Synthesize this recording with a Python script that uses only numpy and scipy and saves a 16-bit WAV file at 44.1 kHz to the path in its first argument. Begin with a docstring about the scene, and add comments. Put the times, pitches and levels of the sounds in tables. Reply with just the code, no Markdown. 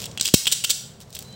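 """Hard candies in a plastic tube, turned and shaken close to the microphone in a small bright room.
Single candies tick against the wall, each a snap that rings wall and cap; then the whole load lands
five times, once with a thump of tube against hand that overloads the microphone. Fingers rustle
over the tube, a few last candies settle and the plastic squeaks faintly, over a low room rumble."""
import sys
import numpy as np
from scipy import signal
from scipy.fft import rfft, irfft, next_fast_len
from scipy.io import wavfile
from scipy.ndimage import map_coordinates

SR = 44100
rng = np.random.default_rng(int(sys.argv[2]) if len(sys.argv) > 2 else 0)


def log_audio(samples):
    """Write samples as a 16-bit WAV file to the path given in sys.argv[1]."""
    # one column per channel
    frames = np.atleast_2d(samples).T
    # limit to full scale, then quantise
    limited = np.clip(frames, -1, 1)
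    pcm = np.round(limited * 32767).astype(np.int16)
    wavfile.write(sys.argv[1], SR, pcm)


N = 59535


def amp(db):
    return 10 ** (np.asarray(db) / 20)


def unit_rms(x):
    return x / np.sqrt(np.mean(x ** 2) + 1e-20)


def unit_energy(x):
    return x / (np.linalg.norm(x) + 1e-12)


def curve_at(points, hz):
    """Read (Hz, value) points along a log frequency axis."""
    freqs, values = np.transpose(points)
    return np.interp(np.log(hz + 1), np.log(freqs + 1), values)


def envelope(points):
    """Gain per sample from (seconds, dB) points."""
    return amp(np.interp(np.arange(N) / SR, *np.transpose(points)))


def wobble(knots_per_s):
    """A smooth random curve."""
    knots = rng.standard_normal(int(N * knots_per_s / SR) + 4)
    return map_coordinates(knots, [np.arange(N) * knots_per_s / SR])


def colour(x, points):
    """Minimum-phase filter with the gain of (Hz, dB) points."""
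    size = 2 * next_fast_len(len(x))
    gain = amp(curve_at(points, np.fft.rfftfreq(size, 1 / SR)))
    cepstrum = irfft(np.log(gain), size)
    cepstrum[1:size // 2] *= 2  # folded forward, so nothing sounds ahead of a strike
    cepstrum[size // 2 + 1:] = 0
    return irfft(rfft(x, size) * np.exp(rfft(cepstrum)), size)[:len(x)]


def add(track, start_s, x):
    """Mix x into the track."""
    part = track[max(0, round(start_s * SR)):][:len(x)]
    part += x[:len(part)]


# The room's rumble behind the tube. Each row: frequency in Hz, gain in dB.
RUMBLE_SPECTRUM = [(25, -21), (70, -4.5), (140, 1), (210, -2.5), (290, -16.5), (450, -10), (900, -19),
                   (2000, -27), (8000, -36), (15000, -60)]
# The rumble at the microphone. Each row: time in seconds, level in dB.
RUMBLE_LEVEL = [(0, -39.5), (.15, -41), (.3, -50.5), (.9, -47.5), (1.1, -47.5), (1.35, -43.5)]
# Hum in the room. 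Each row: frequency in Hz, level in dB.
HUM_TONES = [(130, -59.5), (390, -66.5)]

def background():
    """Low rumble of the room, with a faint hum."""
    t = np.arange(N) / SR
    hum = sum(np.sqrt(2) * amp(db) * np.sin(2 * np.pi * hz * t + wobble(7.9)) for hz, db in HUM_TONES)
    rumble = unit_rms(colour(rng.standard_normal(N), RUMBLE_SPECTRUM))
    return hum + envelope(RUMBLE_LEVEL) * rumble


# The small room's decay. Each row: frequency in Hz, seconds to fall 60 dB.
ROOM_DECAY = [(200, 0.08), (1000, 1), (2600, 0.54), (7000, 0.43), (15000, 0.46)]
# What its walls send back to the microphone. Each row: frequency in Hz, gain in dB.
ROOM_SPECTRUM = [(100, -40), (600, -35), (1500, -3), (2400, -7), (3500, -5), (5500, 0), (8500, -1.5),
                 (11000, -4), (15500, -7)]

def room(x, positions=8, build_s=0.014, level_db=-5):
    """A bright diffuse tail, new for each position of the tube; each frequency dies at its own speed."""
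    out = np.zeros(N)
    position = np.arange(N) * positions // N
    for k in range(positions):
        hz, t, noise = signal.stft(rng.standard_normal(SR), SR, nperseg=256)
        decay = amp(-60 * t / curve_at(ROOM_DECAY, hz)[:, None])
        build = 1 - np.exp(-t / build_s)
        _, tail = signal.istft(noise * decay * build, SR, nperseg=256)
        response = colour(unit_energy(tail), ROOM_SPECTRUM)
        out += signal.fftconvolve(x * (position == k), response)[:N]
    return amp(level_db) * out


# The plastic's squeak, faint even close up. Each row: start in seconds, pitch in Hz, level in dB.
SQUEAKS = [(1.236, 4011, -50), (1.285, 3115, -58), (1.28, 4457, -65)]

def squeak(swell_s=0.04, waver_hz=14, flutter_db=3):
    """The plastic squeaks in thin wavering tones that swell in at the end."""
    out, t = np.zeros(N), np.arange(N) / SR
    for start_s, hz, db in SQUEAKS:
        gain = np.sqrt(2) * amp(db + flutter_db * wobble(80))
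        swell = np.clip((t - start_s) / swell_s, 0, 1)
        phase = 2 * np.pi * np.cumsum(hz + waver_hz * wobble(90)) / SR
        out += gain * swell * np.sin(phase)
    return out


# Sliding on the tube, heard close. Each row: time in seconds, level in dB.
RUSTLE_LEVEL = [(0, -34.5), (.06, -42.5), (.1, -65), (.16, -61), (.21, -68), (.24, -33), (.28, -26.5),
                (.31, -46), (.6, -68), (.99, -75), (1.02, -43.5), (1.05, -66), (1.11, -60), (1.15, -43.5),
                (1.23, -53.5), (1.35, -59)]
# The colour of that sliding. Each row: frequency in Hz, gain in dB.
RUSTLE_SPECTRUM = [(200, -21), (1000, -31), (2000, -10.5), (3300, -2.5), (5000, -0.5), (8000, -3),
                   (10500, -14), (15500, -10.5), (17500, -26)]

def rustle(slips_per_s=900, hiss_gain=0.13):
    """Fingers and candies slide over the plastic in tiny random slips."""
    slips = (rng.random(N) < slips_per_s / SR) * rng.standard_normal(N)
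    hiss = hiss_gain * rng.standard_normal(N)
    return envelope(RUSTLE_LEVEL) * unit_rms(colour(slips + hiss, RUSTLE_SPECTRUM))


# The dull push of the hand. Each row: frequency in Hz, gain in dB.
PUSH_SPECTRUM = [(25, -22), (70, 8), (170, 15.5), (420, 10.5), (700, 1), (1200, -16.5), (3000, -50)]
# Two bumps by the microphone, one faint, one hard. Each row: start in seconds, relative level in dB.
HAND_BUMPS = [(0.211, -31), (0.3408, -1)]

def thumps(boom_hz=232, t60_s=0.01, rise_s=0.0016, boom_db=2.5, push_db=18.5):
    """The tube butts against the hand: a low push and a heavily damped boom."""
    out, t = np.zeros(N), np.arange(SR // 10) / SR
    rise = 1 - np.exp(-t / rise_s)
    boom = np.sin(2 * np.pi * boom_hz * t) * amp(-60 * t / t60_s) * rise
    impulse = 1.0 * (t == 0)
    push = unit_energy(colour(impulse, PUSH_SPECTRUM))
    for start_s, db in HAND_BUMPS:
        add(out, start_s, amp(db) * (amp(boom_db) * boom + amp(push_db) * push))
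    return out


def ring(modes, t, scatter_db=2, detune=0.016):
    """Damped modes, struck at a new spot each time; grip and load shift their pitch from blow to blow."""
    hz, db, t60 = np.transpose(modes)[:, :, None]
    gain = amp(db + scatter_db * rng.standard_normal(hz.shape))
    sign = rng.choice([-1, 1], hz.shape)
    hz = hz * (1 + detune * rng.standard_normal(hz.shape))
    partials = sign * gain * amp(-60 * t / t60) * np.sin(2 * np.pi * hz * t)
    return unit_energy(partials.sum(axis=0))


# Candy on plastic, heard close. Each row: frequency in Hz, gain in dB.
CRACK_SPECTRUM = [(60, -32), (250, -14), (1000, -24), (2100, -17), (2900, -5), (3800, 1), (6000, -2),
                  (8000, 0), (10500, -9), (12500, -11), (14300, -8), (15500, -2), (16200, -4), (17500, -25)]
# The tube's wall. Each row: mode frequency in Hz, relative level in dB, seconds to fall 60 dB.
WALL_MODES = [(1537, -13, 0.03), (2240, -8, 0.024), (3805, 7, 0.024), (4292, 5.5, 0.026), (4575, 6, 0.012),
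              (5120, 5, 0.024), (5740, 2.5, 0.04), (6000, 1, 0.022), (7270, 11, 0.018), (7970, 8.5, 0.031),
              (8810, 5, 0.023)]
# The tube's cap. Each row: mode frequency in Hz, relative level in dB, seconds to fall 60 dB.
CAP_MODES = [(2715, -3, 0.021), (2932, -5.5, 0.026), (3141, -3, 0.035), (3341, 0.5, 0.024)]

def contact(cap_db, treble_db=0, wall_db=-2.5, snap_db=8, snap_t60_s=0.0016, crack_t60_s=0.017):
    """One candy on the plastic: a snap, a brief crack and a short ring of wall and cap."""
    t = np.arange(SR // 25) / SR
    decay = amp(snap_db - 60 * t / snap_t60_s) + amp(-60 * t / crack_t60_s)
    spectrum = [(hz, db + treble_db * (hz > 10000)) for hz, db in CRACK_SPECTRUM]
    crack = unit_energy(colour(rng.standard_normal(len(t)) * decay, spectrum))
    wall = amp(wall_db) * ring(WALL_MODES, t)
    cap = amp(cap_db) * ring(CAP_MODES, t)
    return unit_energy(crack + wall + cap)


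CLOSE_DB = 11  # gain on ticks and landings, for a tube right at the microphone
# Single candies, close up. Each row: start in seconds, relative level in dB,
# cap ring against the crack in dB, the crack's treble gain above 10 kHz in dB.
CANDY_TICKS = [(0.0181, -20, -2.5, 5), (0.0312, -26, 1.5, 9), (0.041, -17, 0.5, -10), (0.054, -26, -16, -7),
               (0.0567, -17, -20, 0), (0.0645, -22.5, 3, -8), (0.114, -28.5, -8, -38),
               (0.1755, -13.5, 6.5, -10), (0.1818, -18.5, 6, -18), (0.197, -19, 2, -10),
               (0.1988, -12.5, -5, -13.5), (.2075, -26, 10, -8), (0.211, -2.5, -20, -3.5),
               (0.2134, -11, -10, -5), (0.225, -13.5, -22, -21), (.226, -23, -10, -4),
               (0.231, -16.5, -12, -6), (0.2516, -11.5, 3, 27), (0.2559, -4.5, -2.5, -7),
               (.261, -16.5, -24, -13), (.268, -13, -26, -9), (.2757, -18, 16, 2),
               (0.2787, -12.5, -20, -13), (.2822, -34, -8, -3), (0.2868, -12, 2, 2), (0.2928, -21, -6, -15),
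               (0.4562, -10.5, 3, -13), (.6573, -53, -5, 1), (1.0035, -30.5, -4, 1), (1.013, -31.5, -13, 3),
               (1.1044, -34.5, -16, 7), (1.128, -29, -19, 1), (1.136, -32, -16, -2), (1.1514, -19, -17, 8),
               (1.1567, -22.5, -12, 4), (1.1663, -21.5, 1, -8), (1.19, -18, -8.5, 12),
               (1.2065, -30, -16, 4), (1.225, -26, -7, 13), (1.327, -34, -11, -14)]

def ticks():
    """Single candies drop against the wall."""
    out = np.zeros(N)
    for start_s, db, cap_db, treble_db in CANDY_TICKS:
        add(out, start_s, amp(db) * contact(cap_db, treble_db))
    return amp(CLOSE_DB) * out


def bunch(lag_s, thinning_s, cap_db, candies=24, scatter_db=3, edge_db=-5):
    """Many candies arrive together, thickest at lag_s; the earliest and latest tend to strike softer."""
    out = np.zeros(SR // 5)
    for k in range(candies):
        rank = 2 * (k + rng.random()) / candies - 1  # -1 first, +1 last
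        spread = 1 - np.sqrt(1 - abs(rank))  # 0 in the thick of the bunch, 1 at its edges
        start_s = lag_s + spread * (thinning_s if rank > 0 else -lag_s)
        db = scatter_db * rng.standard_normal() + edge_db * spread
        add(out, start_s, amp(db) * contact(cap_db))
    return unit_energy(out)


# The shakes, close up. Each row: start in seconds, first candy's relative level in dB,
# lag to the thickest part in seconds, thinning time in seconds, the bunch's relative level in dB,
# cap ring against the crack in dB.
LOAD_LANDINGS = [(.3387, -6, .003, .008, 6.5, -9), (.4697, -4, .0055, .011, 0, 5),
                 (.5156, -12, .0095, .014, 1.7, -13), (.6397, -9, .007, .006, -2, 0),
                 (.695, -13, .012, .011, 2.2, -9)]

def landings():
    """The whole load hits an end of the tube; one candy leads the rest."""
    out = np.zeros(N)
    for start_s, first_db, lag_s, thinning_s, bunch_db, cap_db in LOAD_LANDINGS:
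        add(out, start_s, amp(first_db) * contact(cap_db))
        add(out, start_s, amp(bunch_db) * bunch(lag_s, thinning_s, cap_db))
    return amp(CLOSE_DB) * out


def scene():
    """The tube close to one microphone, with the room behind it."""
    shakes = landings() + thumps()
    handling = ticks() + rustle() + squeak()
    reverb = room(shakes + amp(-5) * handling)  # small sounds reach the room less than the whole load
    return (shakes + handling + reverb + background())[None]


def record(dry, top_hz=15900):
    """The recorder clips at full scale and keeps nothing above its band limit."""
    size = next_fast_len(N + SR // 2)
    clipped = np.clip(dry, -1, 1)
    in_band = np.fft.rfftfreq(size, 1 / SR) < top_hz
    return irfft(rfft(clipped, size) * in_band, size)[:, :N]


dry = scene()
out = record(dry)
log_audio(out)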